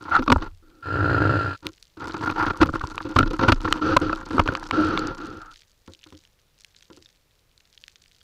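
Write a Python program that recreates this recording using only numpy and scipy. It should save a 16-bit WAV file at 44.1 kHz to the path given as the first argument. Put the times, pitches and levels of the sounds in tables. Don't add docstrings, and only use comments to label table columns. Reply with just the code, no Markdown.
import sys
import numpy as np
from scipy import signal
from scipy.fft import rfft, irfft
from scipy.io import wavfile
from scipy.ndimage import uniform_filter1d

SR = 44100
rng = np.random.default_rng(int(sys.argv[2]) if len(sys.argv) > 2 else 0)


def store_pcm(level_fs):
    pcm = np.round(np.clip(level_fs, -1, 1) * 32767).astype(np.int16)
    wavfile.write(sys.argv[1], SR, np.atleast_2d(pcm).T)


N = 362923


def from_db(db):
    return 10 ** (np.asarray(db) / 20)


def rms_one(x):
    return x / np.sqrt(np.mean(x ** 2) + 1e-20)


def peak_one(x):
    return x / (np.abs(x).max() + 1e-20)


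def evened(x, span_s):
    power = np.abs(uniform_filter1d(x ** 2, int(span_s * SR) + 1))
    return x / np.sqrt(power + 1e-4 * np.mean(x ** 2))


def add(out, s, sound):
    i = max(int(s * SR), 0)
    out[i:i + len(sound)] += sound[:max(len(out) - i, 0)]


def keep(x, hz, side, order=2):
    return signal.sosfilt(signal.butter(order, min(hz, .45 * SR), side, fs=SR, output="sos"), x)


def resonate(x, modes):
    out = 0
    for k, (hz, width, db) in enumerate(modes):
        r = np.exp(-np.pi * width / SR)
        poles = [1, -2 * r * np.cos(2 * np.pi * hz / SR), r * r]
        ring = (1 - r * r) / 2 * signal.lfilter([1, 0, -1], poles, x + 1e-18)
        out = out + (-1) ** k * from_db(db) * ring
    return out


def noise(colour):
    hz, db = np.transpose(colour)
    f = np.maximum(np.arange(N // 2 + 1) * SR / N, 1)
    shape = from_db(np.interp(np.log(f), np.log(hz), db)) * np.minimum(f / hz[0], 1) ** 2
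    return rms_one(irfft(rfft(rng.standard_normal(N)) * shape, N))


def envelope(start, length, attack_s, release_s, swell_db=0):
    out, t = np.zeros(N), np.arange(int((length + 10 * release_s) * SR)) / SR
    hold = from_db(swell_db * (np.minimum(t / length, 1) - .5))
    add(out, start, np.minimum(t / attack_s, 1) * hold * np.exp(-np.maximum(t - length, 0) / release_s))
    return out


def wobble(depth):
    return 1 + depth * rms_one(keep(rng.standard_normal(N), 90, "low"))


def slips(per_s, uneven, spread_db):
    draws = np.clip(rng.standard_normal((12000, 2)), -2, 2)
    hold = np.exp(uneven * draws[:, 0])
    at = (np.cumsum(hold) * SR / per_s).astype(int)
    out = np.zeros(N)
    out[at[at < N]] = (np.sqrt(hold) * from_db(spread_db * draws[:, 1]))[at < N]
    return out


def sliding(kicks, slide_s, creep):
    r = np.exp(-1 / (slide_s * SR))
    speed = rms_one(signal.lfilter([1], [1, -2 * r, r * r], kicks + 1e-18))
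    return rms_one((speed + creep) * rng.standard_normal(N))


GRIP_S, MOUNT_RELEASE_S, WALL_RELEASE_S = 0.0072, 0.014, .01


def stroke_gains(strokes):
    mount = wall = np.zeros(N)
    for s, length, db, swell, tension in strokes:
        mount = np.maximum(mount, from_db(db) * envelope(s, length, GRIP_S, MOUNT_RELEASE_S, swell))
        wall = np.maximum(wall, from_db(db + tension) * envelope(s, length, GRIP_S, WALL_RELEASE_S, swell))
    return mount, wall


# f/Hz, width/Hz, level/dB
MOUNT_RINGS = [(312.8, 26, 5.5), (532, 16, -6.5), (230, 130, -20.5), (85, 18, -2.5)]
WALL_RINGS = [(946, 180, -3.5), (1383, 75, 3), (1670, 780, -14.5)]
SHELL_RINGS = [(2450, 630, 6), (3250, 1390, 4), (4460, 740, 3.5), (6140, 670, -11), (12800, 3500, -35)]
# t/s, length/s, level/dB
LIGHT_TOUCHES = [(0, 0.47, -44), (1.968, 3.26, -42.5)]
# t/s, length/s, mount level/dB, swell/dB, wall over mount/dB
RUB_STROKES = [(0.036, 0.079, -45, 14, 7), (0.184, 0.11, -38, -23, -0.5), (0.412, 0.041, -31, -0.5, 4.5),
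               (1.624, 0.056, -38, 9.5, -4.5), (1.971, 0.35, -34.5, 12, 1), (2.356, 0.15, -29, 3.5, 5.5),
               (2.6, 0.027, -14, 7, -0.5), (2.673, 0.029, -27.5, -6.5, -21), (2.738, 0.021, -32.5, 8, 0),
               (3.045, 0.076, -31, -4, -11.5), (3.157, 0.029, -15.5, 4.5, -4.5), (3.237, 0.11, -29, 4, -8),
               (3.388, 0.11, -20, 7, -2), (3.633, 0.046, -24, 1.5, -4.5), (3.704, 0.096, -31, -8.5, -3.5),
               (4.3, 0.26, -31, -3.5, -4.5)]


def rubbing(snap_db=-8, shell_db=-17, crisp_db=-40):
    touch = sum(from_db(db) * envelope(s, length, GRIP_S, MOUNT_RELEASE_S)
                for s, length, db in LIGHT_TOUCHES)
    mount_gain, wall_gain = np.maximum(stroke_gains(RUB_STROKES), touch)
    kicks = slips(per_s=130, uneven=.9, spread_db=3.5)
    force = from_db(snap_db) * rms_one(kicks) + sliding(kicks, slide_s=0.0025, creep=0.3)
    mount = evened(keep(resonate(force, MOUNT_RINGS), 560, "low"), span_s=0.056)
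    wall = keep(resonate(force, WALL_RINGS), 1730, "low", order=4)
    wall = evened(keep(wall, 480, "high"), span_s=0.18)
    hiss = shell_hiss(force, mount_gain, wall_gain)
    crisp = np.sqrt(wall_gain * mount_gain) * rms_one(keep(force * np.abs(force), 9000, "high"))
    return mount_gain * mount + wall_gain * wall + from_db(shell_db) * hiss + from_db(crisp_db) * crisp


def shell_hiss(force, mount_gain, wall_gain):
    hiss = keep(resonate(force, SHELL_RINGS), 2800, "high")
    return np.sqrt(wall_gain * mount_gain) * evened(hiss, span_s=0.061)


def tick(size, low_hz=2600, high_hz=5000, width_hz=800, scatter=0.16, scatter_s=0.001):
    t = np.arange(SR // 120) / SR
    snap = (t == 0) + scatter * rng.standard_normal(len(t)) * np.exp(-t / scatter_s)
    hz, width = rng.uniform(low_hz, high_hz), width_hz * rng.uniform(0.28, 4.3)
    modes = [(1450, 600, -14), (hz, width, 0), (hz * rng.uniform(1.44, 1.85), 2 * width, -9)]
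    return size * (peak_one(resonate(snap, modes)) + size * snap)


# t/s, level/dB
GRIT_TICKS = [(1.668, -10.5), (1.827, -29), (2.872, -24), (3.31, -30), (4.993, -20), (5.072, -20),
              (5.936, -30), (6.04, -29.5), (6.647, -28), (7.777, -32), (7.839, -27.5), (7.881, -26),
              (7.958, -32.5)]
# t/s, length/s, typical tick level/dB
GRIT_SPELLS = [(0, 0.44, -47), (1.563, 0.34, -48), (1.993, 2.89, -38.5), (5.137, 0.49, -42),
               (5.857, 0.38, -46.5), (6.579, 0.48, -45.5), (7.559, 0.85, -51)]


def crackle(per_s=100, spread_db=6, fizz_db=-25, still_db=-60.5):
    out = np.zeros(N)
    size = from_db(still_db) + sum(from_db(db) * envelope(s, length, attack_s=0.0082, release_s=0.061)
                                   for s, length, db in GRIT_SPELLS)
    for s, db in GRIT_TICKS:
        add(out, s, tick(from_db(db)))
    for i in rng.integers(0, N, int(per_s * N / SR)):
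        add(out, i / SR, tick(size[i] * from_db(spread_db * min(rng.standard_normal(), 1.5))))
    grains = sliding(slips(per_s=170, uneven=1.0, spread_db=-2.5), slide_s=0.0014, creep=.15)
    fizz = rms_one(resonate(grains, [(1790, 900, -8.0), (3956, 1500, -3.5), (6600, 2000, -4.0)]))
    fizz = rms_one(keep(fizz, 8000, "low"))
    return keep(out + from_db(fizz_db) * size * fizz, 840, "high")


# f/Hz, relative level/dB
WATER_COLOUR = [(18, -1.5), (30, 12), (50, -14), (90, 5), (140, -15), (220, -19), (500, -71)]


def sway(handling, gain_db=-8, split_hz=55, deep_settle_s=0.077, boom_settle_s=0.0064, most_stir=0.57):
    push = np.minimum(np.abs(handling), most_stir)

    def stirred(settle_s):
        r = np.exp(-1 / (settle_s * SR))
        return signal.lfilter([1 - r], [1, -r], push)
    water = evened(noise(WATER_COLOUR), span_s=0.25)
    deep = stirred(deep_settle_s) * keep(water, split_hz, "low")
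    boom = stirred(boom_settle_s) * keep(water, split_hz, "high")
    return from_db(gain_db) * (deep + boom)


# f/Hz, relative level/dB
BACKGROUND_COLOUR = [(20, 4), (130, -5.5), (250, -16), (500, -13.5), (750, -19.5), (4200, -21.5),
                     (9000, -29)]


def background(level_db=-65):
    return from_db(level_db) * noise(BACKGROUND_COLOUR)


# f/Hz, width/Hz, level/dB
NASAL_RINGS = [(1349, 81, 3.5), (1050, 607, -12), (870, 180, -9)]
# t/s, length/s, mount level/dB, swell/dB, wall over mount/dB
SCRAPE_STROKES = [(0.111, 0.055, -39, 10, 22.5), (0.622, 0.37, -57, 3, -6.5), (3.811, 0.13, -23, 3.5, -3),
                  (4.01, 0.13, -26, -10.5, -8), (4.724, 0.11, -25.5, 1, -0.5),
                  (4.83, 0.283, -27.5, -9, -2.5), (5.199, 0.19, -38.5, -6.5, -3),
                  (5.396, 0.13, -58, -9, 13.5)]


def scraping(shell_db=-17, span_s=0.053):
    mount_gain, wall_gain = stroke_gains(SCRAPE_STROKES)
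    force = sliding(slips(per_s=260, uneven=.5, spread_db=1), slide_s=.002, creep=1.0)
    mount = evened(keep(resonate(force, MOUNT_RINGS), 720, "low", order=4), span_s)
    wall = evened(keep(resonate(force, NASAL_RINGS), 2100, "low", order=4), span_s)
    hiss = shell_hiss(force, mount_gain, wall_gain)
    return mount_gain * mount + wall_gain * wall + from_db(shell_db) * hiss


# t/s, length/s, f/Hz, level/dB
RUBBER_GROANS = [(0.184, 0.032, 255, -22), (0.282, .045, 269.7, -15.5), (3.821, .025, 310, -31),
                 (4.338, 0.021, 293.6, -19.5), (4.774, .04, 314.5, -16)]


def groans(sag_per_s=1.4, waver=.08, overtone_db=-14, attack_s=0.01, release_s=0.0047):
    out, t = np.zeros(N), np.arange(N) / SR
    unsteady = wobble(waver)
    for s, length, hz, db in RUBBER_GROANS:
        pitch = hz * unsteady * (1 - sag_per_s * np.clip(t - s - length / 2, -length, length))
        phase = 2 * np.pi * np.cumsum(pitch) / SR
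        tone = np.sin(phase) + from_db(overtone_db) * np.sin(2 * phase)
        out += from_db(db) * envelope(s, length, attack_s, release_s) * tone
    return out


# t/s, ring f/Hz, ring level/dB, crack over ring/dB, thump over ring/dB
GEAR_KNOCKS = [(0.191, 1370, -21.5, -7, -13), (0.276, 1160, -9, -9.5, -21.5),
               (0.299, 1020, -6.5, -8.5, -19.5), (0.318, 948, 4.5, -19, -12),
               (0.358, 900, -12.5, -27.5, -1.5), (2.298, 1280, -20, -2.5, -26.5),
               (2.611, 1380, -7.5, -11, -8.5), (2.627, 1250, -4.5, -7.5, -15),
               (2.688, 1230, -18.5, -38, -0.5), (2.736, 1340, -18.5, -27, -10.5),
               (2.836, 1000, -20, -14.5, -3.5), (3.162, 1040, -5, -17, -8.5),
               (3.185, 1360, 2, -17.5, -17.5), (3.204, 1360, -9.5, -23, -6), (3.227, 1460, -11.5, -12, -6),
               (3.445, 1240, -14, -18, -9.5), (3.482, 1467, -4.5, -10.5, -3.5), (3.519, 1337, -1, -7, -6),
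               (3.963, 1060, 5.5, -26, -23), (4.127, 1320, -13, -13, -29),
               (4.378, 1210, -7.5, -39.5, -24.5), (4.392, 1040, 0.5, -25, -12),
               (4.485, 1420, -12.5, -15, -7.5)]


def knocks(boom_db=-5.5, crunch=0.41, crunch_s=.003, width_hz=170, thump_hz=75, thump_s=0.008):
    out, t = np.zeros(N), np.arange(SR // 8) / SR
    for s, hz, db, crack_db, thump_db in GEAR_KNOCKS:
        contact_s = crunch_s * from_db(db) ** 0.18
        pressure = (t / contact_s) ** 2 * np.exp(2 - 2 * t / contact_s)
        grains = rng.standard_normal(len(t)) * pressure
        force = signal.unit_impulse(len(t), int(contact_s * SR)) + crunch * grains
        ring = keep(resonate(force, [(hz, width_hz, 0), (1450, 300, -7)]), 1500, "low", order=4)
        crack = keep(keep(resonate(grains, SHELL_RINGS), 1500, "high"), 3900, "low")
        boom = keep(resonate(force, [(263.8, 35, 2.0), (550, 160, -6)]), 970, "low")
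        thump = np.sin(2 * np.pi * thump_hz * rng.uniform(1.0, 1.6) * t) * t * np.exp(-2 * t / thump_s)
        blow = (peak_one(ring) + from_db(boom_db) * peak_one(boom)
                + from_db(crack_db) * peak_one(crack) + from_db(thump_db) * peak_one(thump))
        add(out, s, from_db(db) * blow)
    return out


# f/Hz, width/Hz, level/dB
TIGHT_MOUNT = [(100, 18.3, 1), (540, 280, -17.5), (288.6, 21, -3.5)]
TIGHT_WALL = [(957, 260, -20.5), (1376, 37, 3), (1660, 285, -10.5)]
TIGHT_SHELL = [(2675, 670, -0.5), (4230, 440, -0.5), (4790, 420, -2), (7340, 2600, -12), (11050, 520, -12)]


def judder(start_s=.825, length_s=.74, growl_db=-21.5, top_db=-24,
           hum_hz=90.23, stretch_hz=23, hum_db=-1, shell_db=-20, shell_swell_db=5):
    progress = np.clip((np.arange(N) / SR - start_s) / length_s, 0, 1)
    pressure = np.abs(np.sin(np.pi * progress))
    kicks = slips(per_s=59, uneven=.2, spread_db=1.5)
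    rasp = sliding(kicks, slide_s=0.0043, creep=0.74)
    mount = keep(resonate(rms_one(kicks) + rasp / 2, TIGHT_MOUNT), 850, "low")
    mount = evened(keep(mount, 54, "high"), span_s=0.053)
    pitch = (hum_hz + stretch_hz * progress * pressure) * wobble(0.045)
    hum = np.sin(2 * np.pi * np.cumsum(pitch) / SR)
    wall = keep(resonate(rms_one(kicks) + rasp, TIGHT_WALL), 1440, "low", order=4)
    wall = evened(keep(wall, 630, "high"), span_s=0.063)
    shell = rms_one(resonate(resonate(rasp, TIGHT_SHELL), TIGHT_SHELL))
    shell_gain = from_db(shell_db + shell_swell_db * (progress - .5))
    growl = pressure ** 1.07 * (mount + from_db(hum_db) * hum)
    top = pressure ** 0.57 * wall + pressure ** .35 * shell_gain * shell
    return from_db(growl_db) * growl + from_db(top_db) * top


# t/s, level/dB
GLOVE_POPS = [(2.223, -23.5), (2.271, -19), (2.371, -21), (2.448, -18), (2.48, -26), (2.545, -30),
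              (2.649, -29), (2.811, -19.5), (2.901, -34), (3.004, -22.5), (3.65, -18.5), (3.676, -16),
              (4.095, -16), (4.176, -28), (4.211, -30), (4.308, -28), (4.573, -27), (4.626, -25)]


def pops(low_hz=850, high_hz=1600, width_hz=340, gap_s=0.0026, loss_db=3):
    out, click = np.zeros(N), signal.unit_impulse(SR // 20)
    for s, db in GLOVE_POPS:
        for k, (hz, delay) in enumerate(rng.uniform([low_hz, 0], [high_hz, .5], (3, 2))):
            mode = [(hz, width_hz, 0)]
            ring = peak_one(resonate(resonate(click, mode), mode))
            add(out, s + gap_s * (k + delay), from_db(db - loss_db * k) * ring)
    return out


# t/s, f/Hz, level/dB
LOOSE_CLACKS = [(2.979, 1120, -13.5), (3.725, 1304, 0), (4.476, 1080, -10.5), (4.551, 1170, -11),
                (4.71, 1070, -7.5), (4.975, 1140, -9.5)]


def clacks(contact_s=0.00062, width_hz=230, crack_db=-4):
    out, t = np.zeros(N), np.arange(SR // 20) / SR
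    for s, hz, db in LOOSE_CLACKS:
        force = rng.standard_normal(len(t)) * t * np.exp(-t / contact_s)
        ring = resonate(signal.unit_impulse(len(t), int(contact_s * SR)), [(hz, width_hz, 0)])
        crack = keep(resonate(force, SHELL_RINGS), 2800, "low")
        clack = peak_one(ring) + from_db(crack_db) * peak_one(crack)
        add(out, s, from_db(db) * keep(clack, 4800, "low"))
    return out


# t/s, level/dB
GUN_NUDGES = [(5.879, -34.5), (6.063, -42.5), (6.124, -38), (6.901, -38.5), (6.973, -43.5)]


def nudges(wall_db=-6, drag=0.072, drag_s=0.021):
    out, t = np.zeros(N), np.arange(SR // 4) / SR
    fade = np.exp(-t / drag_s)
    for s, db in GUN_NUDGES:
        force = (t == 0) + drag * rng.standard_normal(len(t)) * fade
        mount = keep(resonate(force, MOUNT_RINGS), 1633, "low")
        wall = keep(resonate(force * fade, WALL_RINGS), 1600, "low", order=4)
        add(out, s, from_db(db) * (peak_one(mount) + from_db(wall_db) * peak_one(wall)))
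    return out


def scene(thump_stir=5, thump_below_hz=130):
    rubs, blows = rubbing() + scraping(), knocks()
    water = sway(rubs + thump_stir * keep(blows, thump_below_hz, "low"))
    gear = rubs + groans() + blows + clacks() + pops() + judder() + nudges()
    return (gear + crackle() + water + background())[None]


def record(dry, overload=0.45, top_hz=15500):
    flattened = dry / (1 + (dry / overload) ** 8) ** (1 / 8)
    return signal.sosfilt(signal.ellip(10, .1, 80, top_hz, fs=SR, output="sos"), flattened)


dry = scene()
out = record(dry)
store_pcm(out)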